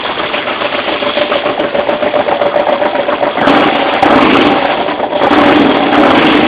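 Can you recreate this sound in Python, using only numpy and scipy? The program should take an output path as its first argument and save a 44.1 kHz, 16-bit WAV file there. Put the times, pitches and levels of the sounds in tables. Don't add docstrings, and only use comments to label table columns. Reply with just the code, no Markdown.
import sys
import numpy as np
from scipy import signal
from scipy.fft import rfft, irfft, next_fast_len
from scipy.io import wavfile
from scipy.ndimage import uniform_filter1d

SR = 44100
rng = np.random.default_rng(int(sys.argv[2]) if len(sys.argv) > 2 else 0)


def output_pcm(signal):
    pcm = np.clip(np.atleast_2d(signal).T, -1, 1) * 32767
    wavfile.write(sys.argv[1], SR, np.round(pcm).astype(np.int16))


N = 285327
TIME = np.arange(N) / SR
AGE = np.arange(SR // 8) / SR

# (frequency [Hz], level [dB])
PIPE_HOLLOW = [(587, 1.5)]
PIPE_UPPER = [(755, -1), (935, -2.5)]
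PIPE_OPEN = [(578, -2), (775, -1.5), (950, -12)]
# (frequency [Hz], level [dB])
AIRBOX_MODES = [(294.2, -1), (378.7, -13), (260, -21)]
# (frequency [Hz], level [dB], t60 [s])
COVER_MODES = [(885, -6, 0.01), (1003, -12, 0.13), (1122, -6, 0.055), (1305, -3, 0.046),
               (1580, -5.5, 0.077), (1810, -7.5, 0.03), (2080, -9.5, 0.04), (2239, -1.5, 0.044),
               (2596, -4, 0.03), (2742, -8.5, 0.013), (3270, -12.5, 0.024)]
PLATE_MODES = [(3285, 3, 0.04), (3370, 1.5, 0.045), (3540, -5.5, 0.047), (2194, -11, 0.03)]
# (frequency [Hz], relative density [dB])
PUFF_SPECTRUM = [(20, -35), (45, -25), (70, -16.5), (120, -13), (180, -10), (250, -2), (320, -0.5),
                 (420, 0), (520, -6), (700, -25.5), (1200, -60.5)]
RASP_SPECTRUM = [(300, -28), (450, -9), (590, 1), (670, 0), (770, 0), (950, -7), (1300, -20), (2000, -15),
                 (4500, -45)]
CASING_SPECTRUM = [(400, -17), (800, -1.5), (1100, 3.5), (1500, -2.5), (2000, -9), (2800, -23.5),
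                   (4500, -38)]
CLUTCH_SPECTRUM = [(1000, -17), (1700, -1), (2200, 2.5), (2900, 4), (3400, -2), (3650, -5), (3950, -16.5),
                   (4600, -15), (5200, -32.5)]
SIZZLE_SPECTRUM = [(3000, -14.5), (5000, 3), (11000, -6.5)]
# (time [s], speed [four-stroke cycles/s])
IDLE_SPEED = [(0.047, 6.95), (0.71, 7.49), (1.09, 6.67), (1.47, 7.38), (1.61, 6.53), (2.29, 8.15),
              (2.44, 6.32), (2.59, 7.98), (3.44, 6.64)]
BLIP_1 = [(3.47, 14.3), (3.601, 17.1), (3.751, 14.5), (3.879, 15.49), (3.99, 14.2)]
BLIP_2 = [(4.025, 10.97), (4.15, 19.1), (4.299, 26), (4.42, 24.8), (4.551, 15.26), (4.751, 14.6)]
SETTLING_SPEED = [(4.77, 9.6), (4.93, 9.0), (5.06, 7.1), (5.15, 9.8), (5.21, 14), (5.26, 12)]
BLIP_3 = [(5.307, 18.7), (5.42, 20.5), (5.522, 22.8), (5.649, 20.3), (5.779, 17.16), (5.9, 17.8)]
BLIP_4 = [(5.922, 18.3), (6.08, 18.8), (6.22, 29.5), (6.35, 27.5), (6.47, 21)]
# (opens [s], closes [s], opening [0-1])
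TWISTS = [(3.366, 3.536, 0.89), (3.997, 4.165, 0.95), (5.186, 5.444, 0.9), (5.915, 6.089, 1)]
# (time [s], level [dB])
KICKS = [(3.47, -10.5), (4.025, -5), (5.266, -7.5), (5.922, -9.5)]
# (time [s], bark [dB],
# hollow ring against the bark [dB], thump [dB], casing [dB], clutch [dB], clutch plates [dB])
AT_MICROPHONE = [(0, -16.5, -7, -25.5, -20, -23.5, -28.5), (0.62, -17, 0, -25.5, -20, -21, -32),
                 (1.04, -16.5, 0, -21, -20.5, -20, -28), (1.17, -12.5, 3, -21.5, -24, -18, -23.5),
                 (1.6, -12.5, 0.5, -19, -22, -25, -38), (2.2, -9.5, 0.5, -21, -22.5, -28, -34.5),
                 (2.85, -11, 0.5, -22, -21.5, -28, -35), (3.35, -10.5, -2, -21.5, -20.5, -27, -32),
                 (4.8, -13, -2.5, -21, -23.5, -27, -34), (5.85, -11, -8.5, -24.5, -23, -31, -30),
                 (6.47, -14, 0, -22, -22.5, -27, -32.5)]
# (time [s], level [dB])
UPPER_AT_MICROPHONE = [(1.2, -23), (2.2, -11.5), (2.7, -5.5), (5.3, -5.5)]

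IDLE_PER_S, REVVING_PER_S = 7.44, 19.2
IDLE_PAIR_SHARE, REVVING_PAIR_SHARE = 0.28, 270 / 720
THROTTLE_ATTACK_S, THROTTLE_RELEASE_S, AIRFLOW_RELEASE_S = 0.05, 0.048, 0.17
SECOND_BARK_DB, UNEVEN_DB = 0.6, 0.25
PICKUP_BARK_DB, PICKUP_THUMP_DB = 3, 10
DRAW_FROM_PER_S, DRAW_FULL_PER_S = 14.9, 19.8
BOOM_DB, BOOM_AIRFLOW_DB = -24.5, 13
COAST_BARK_DB, OPEN_BARK_DB = -19.5, -15
COAST_FADE_DB = 0.22
CASING_DB_PER_OCTAVE, CLUTCH_DB_PER_OCTAVE, PLATES_DB_PER_OCTAVE = 3.5, 6.5, 2
CASING_THROTTLE_DB = 5.5
LULL_S, LULL_WIDTH_S, LULL_DB = 5.08, 0.1, -9.5
BAND_LIMIT_HZ, FIZZ_HZ, CUTOFF_HZ = 4800, 11200, 16000
SIZZLE_DB = -16


def idle(times, cylinder):
    bark_db, hollow_db, thump_db = read(AT_MICROPHONE, times)[:3]
    upper_db, = read(UPPER_AT_MICROPHONE, times)
    load = throttle(times, THROTTLE_RELEASE_S)
    charge_db = -UNEVEN_DB * rng.standard_normal(len(times))
    bark_db += charge_db + PICKUP_BARK_DB * load + SECOND_BARK_DB * cylinder
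    thump_db += charge_db + PICKUP_THUMP_DB * load
    flow = gas_flow(rise_s=0.0034, open_s=0.019, tail_db=-3, tail_s=0.083)
    bark = resound(times, bark_db + hollow_db, PIPE_HOLLOW, flow, detune=0.017, scatter_db=1)
    bark += resound(times, bark_db + upper_db, PIPE_UPPER, flow, detune=0.035, scatter_db=1.5)
    intake = gas_flow(0.002, 0.045, -8, 0.016)
    boom = resound(times, thump_db - 3, AIRBOX_MODES, intake, detune=0.044, scatter_db=2)
    gulp_times, gulp_db = times[cylinder == 0] - 0.0135, bark_db[cylinder == 0] - 5.5
    gulp_flow = gas_flow(0.0005, 0.007, -16, 0.008)
    gulp = resound(gulp_times, gulp_db, PIPE_HOLLOW, gulp_flow, detune=0.11, scatter_db=0.7)
    rush = gusts(times, bark_db - 6, gas_flow(0.0035, 0.021, -1.1, 0.13))
    rush += gusts(gulp_times, gulp_db - 0.5, gulp_flow)
    rasp = patchy(noise(RASP_SPECTRUM), depth_db=3.5) * rush
    puff_flow = gas_flow(0.0074, 0.046, -1, 0.071, close_s=0.12)
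    puff = noise(PUFF_SPECTRUM) * gusts(times - 0.006, thump_db - 1.5, puff_flow)
    return bark + boom + gulp + rasp + puff


def blips(times):
    speed, load = engine_speed(times), throttle(times, THROTTLE_RELEASE_S)
    draw = np.clip((speed - DRAW_FROM_PER_S) / (DRAW_FULL_PER_S - DRAW_FROM_PER_S), 0, 1)
    airflow = np.maximum(draw, throttle(times, AIRFLOW_RELEASE_S))
    coast_db = COAST_BARK_DB - COAST_FADE_DB * (speed - REVVING_PER_S)
    crowding_db = 10 * np.log10(speed / REVVING_PER_S)
    thump_db = BOOM_DB + BOOM_AIRFLOW_DB * airflow - crowding_db
    bark_db = load * OPEN_BARK_DB + (1 - load) * coast_db - crowding_db
    roar_mix = np.clip((speed - 7) / 10, 0.02, 0.85)
    roar_db = bark_db + 10 * np.log10(roar_mix) + 2
    hollow_db = bark_db + 10 * np.log10(1 - roar_mix) - 7
    intake = gas_flow(0.0015, 0.012, -3.5, 0.04)
    boom = resound(times, thump_db + 6, AIRBOX_MODES, intake, detune=0.035, scatter_db=1.5)
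    exhaust = gas_flow(0.0011, 0.015, 17, 0.055)
    roar = resound(times, roar_db, PIPE_OPEN, exhaust, detune=0.031, scatter_db=1.5)
    bark = resound(times, hollow_db, PIPE_HOLLOW, exhaust, detune=0.0096, scatter_db=3.5)
    rush = gusts(times, bark_db + 2, gas_flow(0.0025, 0.0053, 0, 0.073))
    rasp = patchy(noise(RASP_SPECTRUM), depth_db=1.5) * rush
    puff = noise(PUFF_SPECTRUM) * gusts(times, thump_db - 5.5, gas_flow(0.0044, 0.011, 13, 0.09))
    return boom + roar + bark + rasp + puff


def kicks():
    times, db = np.transpose(KICKS)
    flow = gas_flow(rise_s=0.0012, open_s=0.017, tail_db=-7, tail_s=0.012)
    crack = resound(times, db, PIPE_OPEN, flow, detune=0.043, scatter_db=5)
    return crack + noise(RASP_SPECTRUM) * gusts(times, db - 8.5, flow)


def crank_firings(speed_curves, pair_share):
    times, cylinders = [], []
    for curve in speed_curves:
        span = TIME[(TIME >= curve[0][0]) & (TIME <= curve[-1][0])]
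        cycles = np.cumsum(read(curve, span)[0]) / SR
        fires_at = (np.arange(int(cycles[-1]) + 1)[:, None] + [0, pair_share]).ravel()
        fires_at = fires_at[fires_at < cycles[-1]]
        times.append(np.interp(fires_at, cycles, span))
        cylinders.append(np.arange(len(fires_at)) % 2)
    return np.concatenate(times), np.concatenate(cylinders)


def engine_speed(times):
    return read(np.vstack([IDLE_SPEED, BLIP_1, BLIP_2, SETTLING_SPEED, BLIP_3, BLIP_4]), times)[0]


def throttle(times, release_s):
    opens, closes, depth = np.transpose(TWISTS)[:, :, None]
    rise = np.clip((times - opens) / THROTTLE_ATTACK_S, 0, 1)
    fall = np.exp(-(np.maximum(times - closes, 0) / release_s) ** 2)
    return np.max(depth * rise * fall, axis=0)


def gas_flow(rise_s, open_s, tail_db, tail_s, close_s=0.095):
    blowdown = np.exp(-(AGE / open_s) ** 4) + from_db(tail_db) * np.exp(-AGE / tail_s)
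    flow = blowdown * (1 - np.exp(-AGE / rise_s)) * np.exp(-(AGE / close_s) ** 6)
    return flow / flow.max()


def resound(times, db, modes, flow, detune, scatter_db):
    shapes = 0
    for hz, mode_db in modes:
        pitch, strength = rng.standard_normal((256, 2))[:len(times)].T
        wave = np.sin(2 * np.pi * hz * np.outer(1 + detune * pitch, AGE))
        shapes += wave * from_db(db + mode_db + scatter_db * strength)[:, None]
    return lay_out(times, shapes * flow)


def gusts(times, db, flow):
    return np.sqrt(lay_out(times, np.outer(from_db(db), flow) ** 2))


def machinery(times):
    casing_db, clutch_db, plates_db = rattle_levels(TIME)
    casing_jerk, clutch_jerk = jerks(times, steady_db=-13), jerks(times, steady_db=-2)
    contacts = rms_one(knocks(per_s=700, spread_db=2.5))
    casing = coloured(contacts + 1.13 * rng.standard_normal(N), CASING_SPECTRUM)
    casing = patchy(casing, depth_db=5) * from_db(casing_db - 3)
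    clutch = coloured(contacts + 1.54 * rng.standard_normal(N), CLUTCH_SPECTRUM)
    clutch = patchy(clutch, depth_db=3.5) * from_db(clutch_db - 3)
    taps = knocks(per_s=220, spread_db=2)
    plates = sum(from_db(db) * ring(taps, hz, t60) for hz, db, t60 in PLATE_MODES)
    plates = rms_one(plates) * from_db(plates_db)
    return casing_jerk * casing + clutch_jerk * clutch + np.sqrt(clutch_jerk) * plates


def valve_knocks(times, scatter_db=3, late_s=0.012):
    casing_db, clutch_db, _ = rattle_levels(times)
    knock_db = (casing_db + clutch_db) / 2 - 2
    delay = rng.random(256)[:len(times)] * late_s
    at = np.clip((times + delay) * SR, 0, N - 1).astype(int)
    covers = 0
    for hz, db, t60 in COVER_MODES:
        strength, sign = rng.standard_normal((256, 2))[:len(times)].T
        clicks = np.zeros(N)
        clicks[at] = np.sign(sign) * from_db(knock_db + db + scatter_db * np.minimum(strength, 1))
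        covers += ring(clicks, hz, t60)
    return covers


def rattle_levels(times):
    casing_db, clutch_db, plates_db = read(AT_MICROPHONE, times)[3:]
    octaves = np.log2(engine_speed(times) / IDLE_PER_S)
    lull_db = LULL_DB * np.exp(-((times - LULL_S) / LULL_WIDTH_S) ** 2)
    load_db = CASING_THROTTLE_DB * throttle(times, AIRFLOW_RELEASE_S)
    return (casing_db + CASING_DB_PER_OCTAVE * octaves + load_db + lull_db,
            clutch_db + CLUTCH_DB_PER_OCTAVE * octaves + lull_db,
            plates_db + PLATES_DB_PER_OCTAVE * octaves + lull_db / 2)


def jerks(times, steady_db):
    swells = gusts(times, np.zeros(len(times)), gas_flow(0.0023, 0.04, 3.6, 0.073))
    power = swells ** 2 + from_db(steady_db)
    return np.sqrt(power / uniform_filter1d(power, int(SR / IDLE_PER_S)))


def knocks(per_s, spread_db):
    chance, size, sign = rng.random((3, N))
    force = from_db(spread_db * np.minimum(-np.log(1 - size), 3.5))
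    return (chance < per_s / SR) * force * np.sign(sign - 0.5)


def rumble():
    return from_db(-30) * noise(PUFF_SPECTRUM) + from_db(-34) * noise(RASP_SPECTRUM)


def patchy(x, depth_db, per_s=70):
    size = next_fast_len(N + 4096)
    band = 3 * np.log2(np.clip(np.fft.rfftfreq(size, 1 / SR), 500, 4000) / 500)
    spectrum, out = rfft(x, size), 0
    for k in range(10):
        swell = from_db(depth_db * rng.standard_normal(2048))
        gain = np.interp(TIME * per_s, np.arange(len(swell)), swell)
        out += gain * irfft(spectrum * np.maximum(1 - abs(band - k), 0), size)[:N]
    return rms_one(out)


def noise(spectrum):
    return coloured(rng.standard_normal(N), spectrum)


def coloured(x, spectrum):
    hz, db = np.transpose(spectrum)
    size = next_fast_len(N + 4096)
    bins_hz = np.maximum(np.fft.rfftfreq(size, 1 / SR), 1)
    gain = from_db(np.interp(np.log(bins_hz), np.log(hz), db))
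    return rms_one(irfft(rfft(x, size) * gain, size)[:N])


def ring(clicks, hz, t60):
    decay, angle = from_db(-60 / (t60 * SR)), 2 * np.pi * hz / SR
    return signal.lfilter([0, np.sin(angle)], [1, -2 * decay * np.cos(angle), decay ** 2], clicks + 1e-18)


def lay_out(times, shapes):
    out = np.zeros(N + shapes.shape[1])
    for at, shape in zip(np.clip(times * SR, 0, N).astype(int), shapes):
        out[at:at + len(shape)] += shape
    return out[:N]


def read(rows, times):
    row_times, *columns = np.transpose(rows)
    return [np.interp(times, row_times, column) for column in columns]


def low_pass(x, hz):
    return signal.fftconvolve(x, signal.firwin(401, hz, fs=SR)[None], "same")


def saturate(x, ceiling, order):
    return x / (1 + (x / ceiling) ** order) ** (1 / order)


def from_db(db):
    return 10 ** (np.asarray(db) / 20)


def rms_one(x):
    return x / np.sqrt(np.mean(x ** 2) + 1e-20)


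def scene():
    idling, cylinder = crank_firings([IDLE_SPEED, SETTLING_SPEED], IDLE_PAIR_SHARE)
    revving, _ = crank_firings([BLIP_1, BLIP_2, BLIP_3, BLIP_4], REVVING_PAIR_SHARE)
    firings = np.concatenate([idling, revving])
    combustion = idle(idling, cylinder) + blips(revving) + kicks()
    clatter = machinery(firings) + valve_knocks(firings)
    return (combustion + clatter + rumble())[None]


def record(dry):
    rounded = saturate(from_db(2.5) * dry, ceiling=1.262, order=4)
    low_cut = signal.butter(1, 32, "high", fs=SR, output="sos")
    narrow = low_pass(signal.sosfilt(low_cut, rounded), BAND_LIMIT_HZ)
    clipped = saturate(narrow, ceiling=1.0, order=30)
    overshoot = np.sqrt(np.abs(uniform_filter1d((narrow - clipped) ** 2, size=600)))
    sizzling = clipped + from_db(SIZZLE_DB) * overshoot * noise(SIZZLE_SPECTRUM)
    body = low_pass(sizzling, FIZZ_HZ)
    fizz = from_db(-11) * (sizzling - body)
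    return low_pass(body + fizz, CUTOFF_HZ)


dry = scene()
out = record(dry)
output_pcm(out)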